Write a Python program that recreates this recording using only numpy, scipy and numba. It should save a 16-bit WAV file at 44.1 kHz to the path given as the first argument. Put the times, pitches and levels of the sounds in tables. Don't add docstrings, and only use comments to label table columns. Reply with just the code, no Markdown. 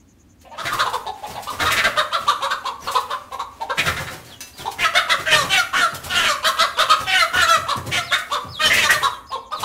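import sys
import numpy as np
from scipy import signal
from scipy.fft import rfft, irfft, next_fast_len
from scipy.io import wavfile
from scipy.ndimage import uniform_filter1d
from numba import njit

SR = 44100
rng = np.random.default_rng(int(sys.argv[2]) if len(sys.argv) > 2 else 0)


def file_out(sig):
    cols = np.atleast_2d(sig).T
    lim = np.clip(cols, -1, 1)
    pcm = np.round(lim * 32767).astype(np.int16)
    wavfile.write(sys.argv[1], SR, pcm)


N = 425124
TIME = np.arange(N) / SR
CUTOFF_HZ = 15650


def from_db(db):
    return 10 ** (np.asarray(db) / 20)


def rms_one(x):
    return x / np.sqrt(np.mean(x ** 2) + 1e-20)


def even(x):
    return x / np.sqrt(uniform_filter1d(x ** 2, size=400) + 1e-12)


def at_hz(points, hz):
    knots, values = np.transpose(points)
    return np.interp(np.log(np.maximum(hz, 1)), np.log(knots), values)


def band(x, low_hz, high_hz, order=2):
    edges = [low_hz, min(high_hz, SR * .45)]
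    return signal.sosfilt(signal.butter(order, edges, "band", fs=SR, output="sos"), x)


def hiss(low_hz, high_hz, order=2):
    return rms_one(band(rng.standard_normal(N), low_hz, high_hz, order))


def coloured(spectrum, size):
    padded = next_fast_len(size)
    gain = from_db(at_hz(spectrum, np.fft.rfftfreq(padded, 1 / SR)))
    return rms_one(irfft(rfft(rng.standard_normal(padded)) * gain, padded)[:size])


def wander(t, per_s):
    steps = (t - t[0]) * per_s
    return np.interp(steps, np.arange(len(t) // 8), rng.standard_normal(len(t) // 8))


def window(start, end):
    return np.arange(max(int(start * SR), 0), min(int(end * SR), N))


def swell(t, rise_s, fall_s):
    return np.exp(np.minimum(t / rise_s, -t / fall_s))


@njit
def resonate(x, hz, width_hz):
    y, r = np.zeros(len(x)), np.exp(-np.pi * width_hz / SR)
    for i in range(2, len(x)):
        drive = (1 - r[i] ** 2) / 2 * (x[i] - x[i - 2])
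        y[i] = drive + 2 * r[i] * np.cos(2 * np.pi * hz[i] / SR) * y[i - 1] - r[i] ** 2 * y[i - 2]
    return y


# frequency in Hz, relative level in dB.
HUM_SPECTRUM = [(25, -45), (48, -1), (85, 4), (150, -11.5), (260, -2), (450, -20), (4000, -33),
                (15000, -41)]
def outdoor_hum(level_db=-51.5):
    return from_db(level_db) * coloured(HUM_SPECTRUM, N)


def insect(level_db=-59, pulses_per_s=9.6):
    pulse = (.5 + .5 * np.cos(2 * np.pi * pulses_per_s * TIME)) ** 2
    return from_db(level_db) * pulse * hiss(6000, 7100, order=3)


# frequency in Hz, seconds to decay by 60 dB.
BRICK_DECAY = [(100, 0.8), (600, 0.56), (1200, 0.49), (2500, 0.47), (5000, 0.23), (14000, 0.58)]
def diffuse_tail(build_s=.0018):
    t = TIME[:SR * 3 // 4]
    white = rng.standard_normal((2, len(t)))
    edges = np.geomspace(50, 18000, 10)
    tail = np.zeros(len(t))
    for k, (low, high) in enumerate(zip(edges, edges[1:])):
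        decay_s = at_hz(BRICK_DECAY, np.sqrt(low * high))
        tail += band(white[k % 2], low, high) * from_db(-60 * t / decay_s)
    tail *= 1 - np.exp(-t / build_s)
    return tail / np.linalg.norm(tail)


def passage(x, crossing_s=.0043, wall_gain=.82, echo_db=-5, tail_db=-4):
    out, index = x.copy(), np.arange(N)
    for bounce in range(6):
        delay_s = crossing_s * (bounce + 1.3 + .2474 * wander(TIME, 2))
        out += from_db(echo_db) * wall_gain ** bounce * np.interp(index - delay_s * SR, index, x)
    blend = 2 * wander(TIME, 2)
    tail_a, tail_b = (signal.fftconvolve(x, diffuse_tail())[:N] for _ in range(2))
    tail = np.cos(blend) * tail_a + np.sin(blend) * tail_b
    return (out + from_db(tail_db) * tail) / np.sqrt(2)


# start in seconds, top pitch in Hz, level of the slide in dB.
CHEEP_CUES = [(1.283, 5480, -42), (2.799, 6060, -35), (4.252, 4690, -38), (4.523, 4920, -37.5),
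              (5.874, 4940, -40), (6.68, 5030, -37.5), (6.974, 5030, -40), (8.015, 5430, -31),
              (8.476, 5360, -30), (9.044, 5210, -39.5), (9.259, 5250, -37.5), (9.365, 5200, -51),
              (9.5, 5340, -34)]
# seconds from its start, share of the top pitch.
CHEEP_GLIDE = [(0, 0.58), (.015, 0.99), (.04, .94), (.068, .75), (.095, .63), (0.116, 0.61)]
def chicks(arch_db=-8, overtone_db=-23):
    out = np.zeros(N)
    times, shares = np.transpose(CHEEP_GLIDE)
    for start, top_hz, level_db in CHEEP_CUES:
        at = window(start, start + times[-1])
        t = TIME[at] - start
        hz = top_hz * np.interp(t, times, shares) * (1 + .012 * wander(t, 185))
        phase = 2 * np.pi * np.cumsum(hz) / SR
        whistle = np.sin(phase) + from_db(overtone_db) * (np.sin(2 * phase) + np.sin(3 * phase))
        contour_db = np.interp(t, [.045, .075], [arch_db, 0]) + 3.1 * wander(t, 105)
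        out[at] += from_db(level_db + contour_db) * signal.windows.tukey(len(t), .3) * whistle
    return out


# frequency in Hz, relative level in dB.
TICK_RING = [(2670, -1), (3984, -2), (4447, -5), (5050, -1), (6062, 2), (6481, -7)]
def tick(start_s=4.406, ring_db=-34, fall_s=.026):
    t = np.maximum(TIME - start_s, 0)
    ring = rms_one(sum(from_db(db) * np.sin(2 * np.pi * hz * t) for hz, db in TICK_RING))
    crack = from_db(7) * hiss(1200, 10000, order=1) * np.exp(-2 * t / fall_s)
    return from_db(ring_db) * (TIME > start_s) * (ring * np.exp(-t / fall_s) + crack)


# onset in seconds, relative level in dB.
SCRAPE_CUES = [(0.412, -50), (0.7282, -30), (0.8944, -39), (0.9338, -33), (1.2655, -37), (1.4257, -33.5),
               (1.4994, -33), (1.718, -20), (2.9128, -29), (2.9994, -38), (3.0994, -45), (3.3294, -42),
               (3.6172, -46), (4.1076, -42), (4.245, -45), (4.4712, -40), (4.578, -36), (4.711, -32),
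               (5.9412, -30.5), (6.038, -31.5), (6.4694, -23.5), (7.7644, -33.5), (7.8644, -32.5),
               (8.1794, -32), (8.737, -19), (8.904, -19), (9.5986, -31)]
def claws(gain_db=1.5, rise_s=.0063, fall_s=.012):
    force = np.zeros(N)
    for onset, level_db in SCRAPE_CUES:
        at = window(onset - .02, onset + .1)
        force[at] += from_db(level_db + gain_db) * swell(TIME[at] - onset - rise_s, rise_s, fall_s)
    grit = from_db(2.8 * wander(TIME, 900))
    return force * grit * hiss(1700, 10700, order=1)


# peak time in seconds, level in dB.
LANDING_CUES = [(4.181, -36.5), (5.361, -28), (5.44, -25), (5.939, -30), (7.581, -31), (7.775, -23),
                (7.878, -23), (8.46, -30), (8.97, -37)]
def landings(thud_hz=85, sweep_s=.011, scuff_db=-6):
    out = np.zeros(N)
    scuff = from_db(scuff_db) * hiss(75, 940)
    for peak, level_db in LANDING_CUES:
        at = window(peak - .03, peak + .1)
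        t = TIME[at] - peak
        hz = thud_hz * (1 + .5 * np.exp(-t / sweep_s))
        thud = np.sqrt(2) * np.sin(2 * np.pi * np.cumsum(hz) / SR)
        out[at] += from_db(level_db) * swell(t, rise_s=.012, fall_s=.025) * (thud + scuff[at])
    return out


# peak time in seconds, relative level in dB.
FLAP_CUES = [(0.654, -33), (.744, -30.5), (1.306, -35), (1.537, -36), (1.628, -25), (1.739, -34),
             (1.872, -34), (2.222, -40), (2.846, -38), (3.8, -31), (3.878, -25), (4.01, -31),
             (4.125, -35.5), (4.609, -36.5), (4.808, -33.5), (5.202, -33.5), (5.448, -31.5), (6.063, -33),
             (6.155, -38), (7.011, -33.5), (7.36, -27.5), (8.668, -28), (8.762, -31.5), (8.919, -35),
             (9.611, -33)]
# frequency in Hz, relative level in dB.
FEATHER_SPECTRUM = [(200, -1), (500, 3.5), (1300, 1), (3500, -3.5), (8200, -9), (15500, -13.5)]
def wings(thump_db=1.8, rustle_db=-52):
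    push, rub = np.zeros(N), np.zeros(N)
    air_hz_db = [(40, -35), (80, 9.5), (125, -5.5), (220, -6), (450, -2.5), (1200, -8), (5000, -94)]
    air = coloured(air_hz_db, N)
    for peak, level_db in FLAP_CUES:
        at = window(peak - .07, peak + .15)
        t = TIME[at] - peak
        hz = 75.168 + 37.44 * np.exp(-np.maximum(t, -.03) / .015)
        hz *= 1 + .118 * wander(t, 120.3)
        whoop = np.sin(2 * np.pi * (np.cumsum(hz) / SR + rng.random()))
        push[at] += from_db(level_db) * swell(t, .014, .021) * (1.2 * whoop + .7 * air[at])
        rub[at] += from_db(level_db) * swell(t, .02, .032)
    astir = np.interp(TIME, [.5, .7, 8.9, 9.2], [0, 1, 1, 0])
    rub += from_db(rustle_db) * astir * from_db(5 * wander(TIME, 22))
    grain = from_db(3 * wander(TIME, 500))
    return from_db(thump_db) * push + rub * grain * coloured(FEATHER_SPECTRUM, N)


# frequency in Hz, relative level in dB.
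BEAK_SPECTRUM = [(1800, 2), (3300, -110), (4500, -8), (5100, -5), (5800, -1), (7600, -7.5), (8200, -11),
                 (9000, -10.5), (15000, -23)]
def hen_voice(t, pitch, throat_hz, rough, level_db, treble_db, mouth_hz,
              fundamental_db=-14, upper_db=-4, jitter=.053, leak_db=-23, mouth_width_hz=520):
    rough = np.clip(rough, 0, 1)
    hz = pitch * (1 + jitter * rough * (wander(t, 500.7) + .5 * wander(t, 110.2)))
    phase = 2 * np.pi * np.cumsum(hz) / SR
    multiples = np.arange(2, 49)[:, None] / 2
    strength = np.where(multiples % 1, rough, 1)
    flicker = from_db(4.5 * np.array([wander(t, 55) for _ in multiples]))
    partials = strength * flicker * np.cos(multiples * phase) * (multiples * pitch < CUTOFF_HZ)
    air = rough ** 2 * (1 + np.cos(phase))
    buzz = rms_one(partials.sum(axis=0)) + air * rng.standard_normal(len(t))

    width_hz = (.3 + .3 * rough ** 2) * throat_hz * np.sqrt(throat_hz / 1300)
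    ringing = resonate(resonate(buzz, throat_hz, width_hz), throat_hz, width_hz)
    throat = band(ringing + from_db(leak_db) * buzz, 440, 2900, order=3)
    slack = 2 * pitch / throat_hz
    fundamental = from_db(fundamental_db) * slack * flicker[0] * np.sin(phase)

    mouth = band(resonate(buzz, mouth_hz, np.full(len(t), mouth_width_hz)), 2300, 6000)
    beak_partials = partials * from_db(at_hz(BEAK_SPECTRUM, multiples * pitch))
    upper = rms_one(beak_partials.sum(axis=0)) + air * coloured(BEAK_SPECTRUM, len(t))
    treble = even(even(mouth) + from_db(upper_db) * upper)
    return from_db(level_db) * (even(throat) - fundamental) + from_db(treble_db) * treble


def short_call(start, length, pitch, throat_hz, rough, level_db, treble_db, mouth_hz=3800):
    out = np.zeros(N)
    at = window(start, start + length)
    course = np.clip((TIME[at] - start) / length, 0, 1) ** (1.1 - .2894 * rough)
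    stages = [0, .2, .27, .6, .8, 1]
    arch = np.interp(course, stages, [.7, .77, .93, 1, .84, .82])
    body_db = level_db + np.interp(course, stages, [-14, -6, 1, 1.5, 0, -6])
    edge_db = treble_db + np.interp(course, stages, [-5.5, -4, 7, 8, -6.5, -7])
    fade = np.clip(np.minimum(course, 1 - course) / .012, 0, 1)
    voice = hen_voice(TIME[at], pitch * arch, throat_hz * arch, rough, body_db, edge_db, mouth_hz * arch)
    out[at] = fade * voice
    return out


# start and length in seconds, throat resonance in Hz, level in dB.
BARK_CUES = [(0.568, 0.069, 1370, -30), (0.641, 0.068, 1660, -26), (1.589, .055, 1600, -21),
             (1.697, 0.049, 2110, -20.5), (1.752, 0.074, 2050, -19), (1.831, .05, 1580, -17),
             (3.772, .044, 2400, -18), (3.851, 0.054, 1850, -20.5), (3.955, .05, 1560, -27.5),
             (4.061, 0.041, 1660, -32)]
def barks(top_hz=692.6, rough=.855, bright_db=-9.5):
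    return sum(short_call(start, length, top_hz, throat_hz, rough, level_db, level_db + bright_db)
               for start, length, throat_hz, level_db in BARK_CUES)


# start and length in seconds, top pitch in Hz, level in dB.
CLUCK_CUES = [(0.437, 0.053, 531, -43.5), (0.502, 0.055, 631, -37), (0.71, 0.044, 625, -23),
              (0.78, .053, 621, -17), (0.852, 0.03, 493.5, -20.5), (0.924, 0.036, 522, -21),
              (1.055, .045, 450, -24.5), (1.223, 0.044, 580, -28.5), (1.345, .046, 582, -28),
              (1.46, 0.059, 607, -25.5), (1.641, 0.061, 648.5, -19), (1.961, .055, 639, -16.5),
              (2.114, .063, 686, -19.5), (2.267, 0.054, 595, -16.5), (2.408, 0.065, 563, -20.5),
              (2.499, .037, 624, -18.5), (2.64, 0.064, 563, -23), (2.864, .04, 586.5, -22),
              (2.939, 0.05, 518, -18.5), (3.092, 0.057, 599.5, -23.5), (3.311, 0.042, 555, -27),
              (3.385, 0.04, 566, -23.5), (3.6, 0.039, 469.4, -26.5), (3.69, 0.032, 557, -21),
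              (4.646, 0.046, 472, -24), (4.936, .07, 744.6, -16), (5.081, 0.071, 685, -17),
              (6.427, 0.079, 655.3, -17.5), (6.57, 0.09, 673.4, -17.5), (6.77, 0.077, 651.7, -16.5),
              (6.885, 0.059, 645.7, -15), (7.667, 0.081, 595, -21.5), (8.109, 0.057, 752, -16.5),
              (8.3, 0.08, 606.3, -21), (9.016, 0.063, 562, -17.5), (9.303, 0.07, 550, -26.5),
              (9.509, 0.046, 628, -25), (9.622, 0.04, 537, -18.5)]
# cluck level in dB, resonance as a multiple of the pitch.
THROAT_BY_LEVEL = [(-29.5, 1.35), (-25.5, 1.95), (-17, 2.25)]
def clucks(treble_per_db=.745, treble_db_per_s=93):
    out = np.zeros(N)
    roughness = .48 + .039 * rng.standard_normal(len(CLUCK_CUES))
    for (start, length, pitch, level_db), rough in zip(CLUCK_CUES, roughness):
        throat_hz = pitch * np.interp(level_db, *np.transpose(THROAT_BY_LEVEL))
        bright_db = -11 + treble_per_db * (level_db + 20) + treble_db_per_s * (length - .055)
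        out += short_call(start, length, pitch, throat_hz, rough, level_db, level_db + bright_db)
    return out


# start, break and end in seconds, opening pitch in Hz, the rasp's throat
# resonance in Hz, its roughness from 0 to 1, opening level in dB, level at the break in dB.
SCREECH_CUES = [(4.783, 4.845, 4.882, 760, 2150, 0.68, -22.5, -12.5),
                (5.256, 5.351, 5.455, 673.4, 1850, 0.66, -16, -22.5),
                (5.489, 5.576, 5.63, 831, 1880, 0.48, -38, -15.5),
                (5.727, 5.813, 5.88, 792, 1480, 0.83, -18, -17.5),
                (6.087, 6.286, 6.35, 767, 1620, 0.69, -31, -18),
                (7.061, 7.193, 7.258, 821.6, 1960, 0.48, -26.5, -15),
                (7.329, 7.42, 7.468, 789.4, 1560, .7, -19, -15.5),
                (7.462, 7.49, 7.585, 720.5, 1500, 0.54, -17, -15.5),
                (7.908, 7.976, 8.012, 812.5, 2360, .8, -27, -19.5),
                (8.591, 8.671, 8.7, 679, 1627, 0.38, -17.5, -26),
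                (8.693, 8.846, 8.89, 726, 2210, 0.7, -16, -20.5),
                (8.888, 8.933, 8.98, 689.6, 1960, 0.94, -11, -21)]
# its level in dB at the start, the break and the end.
ROUGH_TREBLE_DB = [-28.5, -20, -31.5]
def screeches(attack_s=.014, opening_s=.025, break_s=.0057, spent_s=.025, release_s=.033,
              sag_per_s=1.0, clean_treble_db=8.5):
    out = np.zeros(N)
    for start, breaks, end, opening_hz, rasp_hz, rasp_rough, opening_db, break_db in SCREECH_CUES:
        at = window(start, end)
        t = TIME[at]
        shut = np.exp((start - t) / opening_s)
        clear = .5 + .5 * np.tanh((t - breaks) / break_s)
        spent = np.exp((t - end) / spent_s)
        pitch = opening_hz * np.exp(-sag_per_s * (t - start)) * (1 - .11 * shut) * (1 - .2 * spent)
        throat_hz = (1 - clear) * rasp_hz * (1 - .26 * shut) + clear * 2.217 * pitch
        mouth_hz = np.interp(clear, [0, 1], [2960, 3960])
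        rough = np.interp(clear, [0, 1], [rasp_rough, .2])
        upper_db = np.interp(clear, [0, 1], [-4.5, 3])
        level_db = np.interp(t, [start, breaks], [opening_db, break_db]) + clear - 3 * spent
        treble_db = np.interp(t, [start, breaks, end], ROUGH_TREBLE_DB)
        treble_db += clean_treble_db * (1 - rasp_rough)
        surge = from_db(5 * rough * wander(t, 43))
        fade = np.clip(np.minimum((t - start) / attack_s, (end - t) / release_s), 0, 1)
        out[at] += fade * surge * hen_voice(t, pitch, throat_hz, rough, level_db, treble_db, mouth_hz,
                                            fundamental_db=-18, upper_db=upper_db)
    return out


def scene():
    fight = clucks() + barks() + screeches() + wings() + landings() + claws() + tick() + chicks()
    mix = passage(fight) + insect() + outdoor_hum()
    return np.array([mix, mix])


def record(dry):
    rounded = .9 * np.tanh(dry / .9)
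    return signal.sosfilt(signal.ellip(10, .2, 80, CUTOFF_HZ, fs=SR, output="sos"), rounded)


dry = scene()
out = record(dry)
file_out(out)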